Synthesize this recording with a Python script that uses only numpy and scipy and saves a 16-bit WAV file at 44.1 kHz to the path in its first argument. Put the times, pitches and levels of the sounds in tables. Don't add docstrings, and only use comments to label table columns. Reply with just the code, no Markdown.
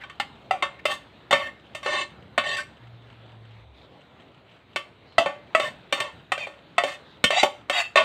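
import sys
import numpy as np
from scipy import signal
from scipy.fft import rfft, irfft
from scipy.io import wavfile
from scipy.ndimage import uniform_filter1d

SR = 44100
rng = np.random.default_rng(int(sys.argv[2]) if len(sys.argv) > 2 else 0)


def generate_wav(sig):
    pcm = np.round(np.clip(np.atleast_2d(sig).T, -1, 1) * 32767).astype(np.int16)
    wavfile.write(sys.argv[1], SR, pcm)


N = 354563

# pitch in Hz, level in dB, t60 (the seconds it takes to fade by 60 dB).
PAN_MODES = [(385, -10, 0.14), (557.8, -7.5, 0.33), (597, -1.5, 0.28), (633, -22, 0.098), (658, -5.5, 0.03),
             (1138, -2.5, 0.32), (1100, 1.5, 0.17), (1480, -12, 0.26), (1560, -40.5, 0.2), (1808, 4, 0.19),
             (2103, -9, 0.49), (2140, 3, 0.12), (2649, 1, 0.18), (3096, -1, 0.2), (3106, -9.5, 0.25),
             (3260, -24, 0.13), (3620, -13, 0.17), (3600, 2.5, 0.16), (4104, -0.5, 0.064), (4490, -8, 0.17),
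             (4710, -14, 0.24), (4550, -40, 0.12), (5500, -19.5, 0.26), (5700, -34, 0.12),
             (6030, -15.5, 0.13), (6560, -18, 0.1), (7220, -20.0, 0.2), (8445, -13, 0.05)]
# frequency in Hz, level in dB.
CLATTER_SPECTRUM = [(60, -22), (280, -1), (430, -23), (740, 3), (950, -1), (1350, 4), (1620, -4.5),
                    (2050, 2), (3100, 6), (4500, -16.5), (5100, -16.5), (8400, -10.5), (9800, -45),
                    (15500, -48)]
BAND_EDGES = [40, 300, 950, 1600, 2400, 4800, 9000, 16000]


def knock(start, pressed, t60, low_hz, clack_hz, level_db, body_db, bright_db, thud_db):
    # multiple of the clack pitch, level in dB.
    clack_modes = [(.655, -1.5), (0.999, 4), (1.36, -3), (1.689, -13.5), (1.852, -19), (2.08, -20),
                   (2.39, -16.5)]
    # level in dB, dB added per dB of brightness.
    upper_bands = [(-1, -0.29), (-0.5, 0.23), (-1, 0.62), (-16, 1.21), (-27, 1.56)]
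    t = np.arange(SR // 4) / SR
    pressed = np.clip(pressed, .02, .96)
    spoon_modes = [(low_hz, 2, 0.076)]
    spoon_modes += [(clack_hz * ratio, db + 4.5 * rng.standard_normal(), 0.076)
                    for ratio, db in clack_modes]
    hard_start = 1 + 2 * amp(-3 - 60 * t / 0.047)
    spoon = unit_attack(ring(spoon_modes, t) * hard_start)
    detune, usual_t60 = 0.006, 0.27
    shifted_modes = [(hz * (1 + detune * rng.standard_normal()), db + 2 * rng.standard_normal(),
                      life * t60 / usual_t60) for hz, db, life in PAN_MODES]
    pan = amp(-1) * unit_attack(ring(shifted_modes, t))
    crash = amp(-5) * unit_attack(clatter(t, t60)) + amp(-3.5) * unit_attack(crack(t, t60=0.044))
    crash *= 1 - .7 * pressed
    thud_hz, thud_t60, thud_rise_s, rise_s = 92, 0.031, 0.0031, 0.00089
    thud = amp(thud_db - 1 - 60 * t / thud_t60) * np.sin(2 * np.pi * thud_hz * t)
    thud *= 1 - np.exp(-t / thud_rise_s)
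    blow = np.sqrt(pressed) * spoon + np.sqrt(1 - pressed) * pan + crash + thud
    blow *= 1 - np.exp(-t / rise_s)
    shape_db = np.array([thud_db, body_db] + [db + lift * bright_db for db, lift in upper_bands])
    return start, struck_spot(blow, level_db + shape_db)


def clatter(t, t60, count=260, treble_db=-18):
    place, phase, chance = rng.random((3, count))
    hz = ((np.arange(count) + place) * BAND_EDGES[-1] / count).astype(int)
    strength = -np.log(1 - chance * .97) * amp(level_at(CLATTER_SPECTRUM, hz))
    spectrum = np.zeros(SR // 2 + 1, complex)
    spectrum[hz] = strength * np.exp(2j * np.pi * phase)
    is_high = np.arange(len(spectrum)) > BAND_EDGES[5]
    lows = irfft(spectrum * ~is_high)[:len(t)]
    highs = irfft(spectrum * is_high)[:len(t)] * amp(treble_db * t / t60)
    return amp(-60 * t / t60) * (lows + highs)


def crack(t, t60):
    return colour(rng.standard_normal(len(t)) * amp(-60 * t / t60), CLATTER_SPECTRUM)


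def struck_spot(blow, levels_db, size=8192):
    head = blow[:SR // 40] * signal.windows.tukey(SR // 40, .1)
    hz = np.fft.rfftfreq(size, 1 / SR)
    power = abs(rfft(head, size)) ** 2 * 2 / size / len(head)
    points = []
    for low, high, db in zip(BAND_EDGES, BAND_EDGES[1:], levels_db):
        lift_db = db - 10 * np.log10(power[(hz >= low) & (hz < high)].sum())
        points += [(low * 1.07, lift_db), (high / 1.07, lift_db)]
    return colour(blow, points)


def scrape(start, length, drag_db, swell_db, body_db, edge_db, pressed, slips_per_s=1600):
    # pitch in Hz, width in Hz, level in dB.
    spoon_resonances = [(750, 113, 11.5), (1310, 44, -30), (2053, 67, 14.5), (2720, 150, 14),
                        (2720, 20, -10), (3330, 13, 9), (3770, 30, 13), (4590, 26, 4), (7200, 55, -2),
                        (8550, 140, -28)]
    # frequency in Hz, gain in dB.
    scrape_tone = [(3000, 5), (4100, -2), (8700, -3), (9800, -1), (15000, -6)]
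    t, ring_t = np.arange(-.1, length + .2, 1 / SR), np.arange(SR // 4) / SR
    slipping = rng.random(SR)[:len(t)] < slips_per_s / SR
    slip_size = amp(4 * np.clip(rng.standard_normal(SR)[:len(t)], -2, 2))
    hiss = 0.18 * rng.standard_normal(SR)[:len(t)]
    slips = (unit(slipping * slip_size) + hiss) * amp(-0.5 * wander(len(t), 90))
    damped_pan = ring([(hz, db, 0.55 * t60) for hz, db, t60 in PAN_MODES], ring_t)
    weak_modes = clatter(ring_t, t60=0.093, count=160, treble_db=-8)
    pan = unit(signal.fftconvolve(slips, damped_pan)[:len(t)])
    rattle = unit(signal.fftconvolve(slips, weak_modes)[:len(t)])
    shift = 1 + 0.0422 * wander(len(t), 28)
    spoon = unit(sum(amp(db) * unit(resonate_twice(slips, hz * shift, 2 * width))
                     for hz, width, db in spoon_resonances))
    pressed = np.clip(pressed, 0, .9)
    sound = colour(np.sqrt(1 - pressed) * pan + np.sqrt(pressed) * spoon + amp(-6) * rattle, scrape_tone)
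    progress = np.clip(t / length, 0, 1) - .5
    push_db = swell_db * progress
    sizzle_db = 0.99 * max(swell_db, 0) * progress
    body = unit(band(sound, "low", 950)) * amp(body_db)
    drag = unit(band(sound, "band", (950, 4800))) * amp(push_db)
    edge = unit(band(sound, "high", 4800)) * amp(push_db + sizzle_db + edge_db)
    bite_s, release_s = 0.0017, 0.024
    contact = np.exp(np.minimum(t, 0) / bite_s - np.maximum(t - length, 0) / release_s)
    return start + t[0], amp(drag_db - 1) * (body + drag + edge) * contact


def squeak(start, length, first_hz, last_hz, db, flutter_db=3):
    count = int(length * SR)
    jitter = 0.022 * wander(count, 700)
    tone = sine(np.linspace(first_hz, last_hz, count) * (1 + jitter))
    flutter = amp(flutter_db * wander(count, 302))
    return start, amp(db) * unit(tone * flutter * signal.windows.tukey(count, .7))


def skid(start, pressed, t60, low_hz, clack_hz, level_db, body_db, bright_db, thud_db):
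    delay_s, length_s, sag = 0.00805, 0.054, 0.021
    db = level_db - 12 + 2.16 * min(body_db, 6) - 25 * (1 - pressed)
    return squeak(start + delay_s, length_s, low_hz * (1 + sag), low_hz * (1 - sag), db, flutter_db=3.5)


def rustle(middle, length, hz, db):
    count = int(length * SR)
    grains = rng.standard_normal(SR)[:count] * amp(2 * wander(count, 250))
    swish = resonate_twice(grains, hz, width=800) * signal.windows.tukey(count, .8)
    return middle - length / 2, amp(db) * unit(swish)


def echoes(sound, t60=0.33, echo_db=-15, echoes_per_s=2000):
    t = np.arange(SR // 2) / SR
    taps = rng.choice([-1, 1], len(t)) * (rng.random(len(t)) < echoes_per_s / SR)
    tail = taps * (t > .006) * amp(-60 * t / t60)
    return amp(echo_db) * signal.fftconvolve(sound, tail / np.linalg.norm(tail))[:N]


def motor(start=2.79, length=1.0, rise_s=0.041, fall_s=0.18, hz=119, sag_hz_per_s=10.5):
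    t = np.arange(N) / SR
    age = t - start
    fade = np.clip(np.minimum(age / rise_s, (length - age) / fall_s), 0, 1)
    beat_hz, crest_s = 1.54, 2.84
    beat_db = 2.5 * np.cos(2 * np.pi * beat_hz * (t - crest_s))
    return unit(sine(hz - sag_hz_per_s * age)) * fade * amp(-50 + beat_db)


def outdoor_air():
    # frequency in Hz, level in dB.
    air_spectrum = [(25, -19), (45, -22), (65, -7), (120, 0), (200, -3.5), (400, -7), (700, -8.5),
                    (1200, -12.5), (2100, -16), (3900, -18), (5300, -40.5), (8200, -42.5), (10000, -51.5),
                    (16000, -50)]
    # time in seconds, relative level in dB.
    air_levels = [(0, -45), (2.7, -46), (4.9, -48.5), (5.8, -44), (8, -48.5)]
    cells = signal.stft(colour(rng.standard_normal(N), air_spectrum), nperseg=1024)[2]
    patches = uniform_filter1d(rng.standard_normal(cells.shape), size=11, axis=0)
    patches = unit(uniform_filter1d(patches, size=8, axis=1))
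    rush = signal.istft(cells * amp(2 * patches), nperseg=1024)[1][:N]
    return unit(rush) * amp(over_time(air_levels) - 6 + 1.15 * wander(N, 18))


def throb(hz=66):
    # time in seconds, level in dB.
    throb_levels = [(0, -63), (3.5, -65), (3.7, -50.5), (4.0, -74.5), (8, -68)]
    tone = unit(sine(hz + 7 * wander(N, 40)))
    return tone * amp(over_time(throb_levels) + 0.74 * wander(N, 12))


def rice_ticks(ticks_per_s=30):
    clicks = (rng.random(N) < ticks_per_s / SR) * rng.random(N)
    ticks = signal.fftconvolve(clicks, crack(np.arange(SR // 8) / SR, t60=0.046))[:N]
    return amp(-67) * unit(resonate(ticks, hz=3200, width=3000))


def amp(db):
    return 10 ** (np.asarray(db) / 20)


def unit(x):
    return x / np.sqrt(np.mean(x ** 2) + 1e-20)


def unit_attack(x):
    return x / np.sqrt(np.mean(x[:SR // 40] ** 2) + 1e-20)


def level_at(points, hz):
    point_hz, db = np.transpose(points)
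    return np.interp(np.log(hz + 1), np.log(point_hz), db)


def over_time(points):
    return np.interp(np.arange(N) / SR, *np.transpose(points))


def wander(count, turns_per_s):
    knots = rng.standard_normal(4096)
    return np.interp(np.arange(count) * turns_per_s / SR, np.arange(len(knots)), knots)


def sine(hz):
    return np.sin(2 * np.pi * np.cumsum(hz) / SR)


def ring(modes, t):
    return sum(amp(db - 60 * t / t60) * np.sin(2 * np.pi * (hz * t + rng.random()))
               for hz, db, t60 in modes)


def resonate(x, hz, width):
    turn = np.exp(2j * np.pi * np.cumsum(hz * np.ones(len(x))) / SR)
    decay = np.exp(-np.pi * width / SR)
    return 2 * (turn * signal.lfilter([1 - decay], [1, -decay], x / turn)).real


def resonate_twice(x, hz, width):
    return resonate(resonate(x, hz, width), hz, width)


def band(x, kind, hz, order=8):
    return signal.sosfilt(signal.butter(order, hz, kind, fs=SR, output="sos"), x)


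def colour(x, points, size=4096):
    cepstrum = irfft(np.log(amp(level_at(points, np.fft.rfftfreq(size, 1 / SR)))))
    cepstrum[1:size // 2] *= 2
    cepstrum[size // 2 + 1:] = 0
    return signal.fftconvolve(x, irfft(np.exp(rfft(cepstrum))))[:len(x)]


def add(mix, start, sound):
    part = mix[max(round(start * SR), 0):][:len(sound)]
    part += sound[:len(part)]


def scene():
    # start in seconds, pressed share from 0 to 1, the pan's t60 in seconds, the spoon's low
    # pitch and clack pitch in Hz, level in dB, then body, brightness and thud in relative dB.
    knocks = [(0.036, 0.65, 0.19, 794, 2330, -43, -9.5, -6.5, -25.5),
              (0.097, 0.3, .15, 660, 1880, -47, -20, -1, -27),
              (0.199, 0.82, 0.14, 810, 2102, -30.5, 1, 1.5, -20.5),
              (0.509, 0.93, 0.3, 751, 2003, -29, 8, -2.5, -47),
              (0.624, 0.1, .18, 566, 2070, -25, -5.5, -4, -27),
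              (0.854, 0.7, 0.23, 598, 2070, -27.5, 3, 3, -22),
              (1.3088, 0.38, 0.28, 579, 1934, -27.5, 2.5, 3, -16.5),
              (1.327, 0.3, 0.26, 558, 1780, -20.5, -1, -1.5, -18),
              (1.749, 0.43, 0.22, 640, 2120, -42, 2, 7, -12),
              (1.86, 0.24, 0.46, 510, 1740, -32.5, 1.5, -5, -18),
              (2.3777, 0.28, 0.2, 675, 1880, -23, -0.5, -2.5, -16),
              (4.7599, 0.43, .18, 598, 2270, -30.5, -3, 2, -22),
              (5.1819, .95, 0.22, 674, 1978, -21, 5, -1, -17),
              (5.259, 0.23, 0.28, 548, 1770, -31, 6.5, -5, -15),
              (5.549, 1, 0.27, 641, 1960, -20.5, 0.5, -4, -27),
              (5.598, 0.37, 0.18, 589, 2020, -31, 3.5, 2, -15.5),
              (5.925, 0.42, 0.24, 563, 2360, -27, -.5, 4, -17.5),
              (6.002, 0.15, 0.18, 675, 2180, -32, -3.5, 6, -18),
              (6.319, 0.72, .16, 750, 1915, -26.5, -1.5, -0.5, -28),
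              (6.378, 0.97, .35, 594, 2350, -41.5, 4.5, 3, -21),
              (6.469, 0.25, 0.39, 572, 1900, -47, 8, 0, -21),
              (6.781, 0.81, 0.19, 696, 1937, -22, 1, -2, -27),
              (6.8361, 0.35, 0.24, 575, 2240, -33, 9.5, 4, -14),
              (7.2404, 0.43, 0.15, 499, 2225, -22.5, -4, 7, -6),
              (7.3047, 0.44, 0.4, 581, 1795, -28, 2.5, 2, -25),
              (7.4307, 0.26, 0.16, 546, 2146, -25, 9.5, 5, -10.5),
              (7.697, 0.36, .2, 547, 2220, -29, 2.5, 3.5, -17.5),
              (7.957, 0.52, 0.34, 631, 1826, -20, 1.5, -1.5, -28)]
    # start and length in seconds, drag level midway in dB, swell from start to end in dB,
    # body and edge sizzle in dB relative to the drag, pressed share from 0 to 1.
    strokes = [(0.878, 0.042, -30, 8, -5, -16.5, 0.08), (1.395, 0.079, -38, -3, -5, -18.5, 0.07),
               (1.831, 0.028, -38.5, 0, -4, -11, 0), (1.861, 0.15, -27.5, 2, -6, -15.5, 0.04),
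               (2.439, 0.11, -31.5, 5.5, -6.5, -14, 0.37), (2.57, 0.029, -29.5, -6, -11.5, -11, 0),
               (5.619, 0.055, -32, -1, -4, -14.5, 0.2), (5.975, 0.099, -36, -4, -3.5, -18, 0),
               (6.39, 0.05, -38.5, 0, -7, -15, 0.7), (6.866, .066, -35, -4, -14, -13.5, .16),
               (7.32, 0.079, -25, 10.5, -17, -13.5, 0.92), (7.728, 0.073, -24, 4, -14, -13.5, 0.92),
               (7.973, 0.06, -22, -18.5, -10.5, -20.5, 0.06)]
    # middle time and length in seconds, centre pitch in Hz, level in dB.
    rustles = [(.012, 0.042, 1890, -45.5), (0.798, 0.029, 2030, -49.5), (1.66, 0.073, 3000, -63),
               (3.806, 0.18, 3600, -63), (4.516, 0.17, 2860, -65), (5.115, 0.18, 4070, -66.5),
               (7.105, 0.2, 3580, -61.5), (7.689, 0.013, 600, -52)]
    # start and length in seconds, first and last pitch in Hz, level in dB.
    squeaks = [(1.389, 0.13, 1822, 1798, -40.5), (1.86, 0.16, 1837, 1790, -36.5),
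               (1.869, 0.22, 4050, 4085, -44.5), (2.41, 0.232, 1830, 1820, -33.5),
               (2.461, 0.11, 4220, 4085, -44), (2.467, .075, 3700, 3620, -42),
               (2.582, 0.027, 1506, 1570, -31.5), (6.341, 0.032, 2556, 2800, -38.5),
               (6.394, 0.078, 2575, 2310, -36), (7.245, 0.053, 3095, 3170, -27),
               (7.32, 0.0235, 683, 625, -28), (7.357, 0.038, 672, 777, -23), (7.36, 0.024, 3830, 3680, -31),
               (7.739, 0.092, 738, 674, -32), (7.754, 0.15, 2720, 2634, -39.5),
               (7.97, 0.067, 647, 649, -24.5)]
    close = np.zeros(N)
    for source, rows in ((knock, knocks), (skid, knocks), (scrape, strokes),
                         (rustle, rustles), (squeak, squeaks)):
        for row in rows:
            add(close, *source(*row))
    return (close + echoes(close) + motor() + outdoor_air() + throb() + rice_ticks())[None]


def record(dry, bass_hz=45, top_hz=15750):
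    thin = band(dry, "high", bass_hz, order=2)
    rounded = thin / (1 + (thin / .95) ** 6) ** (1 / 6)
    treble_cut = signal.firwin(401, top_hz, window=("kaiser", 8), fs=SR)
    return signal.oaconvolve(rounded, treble_cut[None], "same")


dry = scene()
out = record(dry)
generate_wav(out)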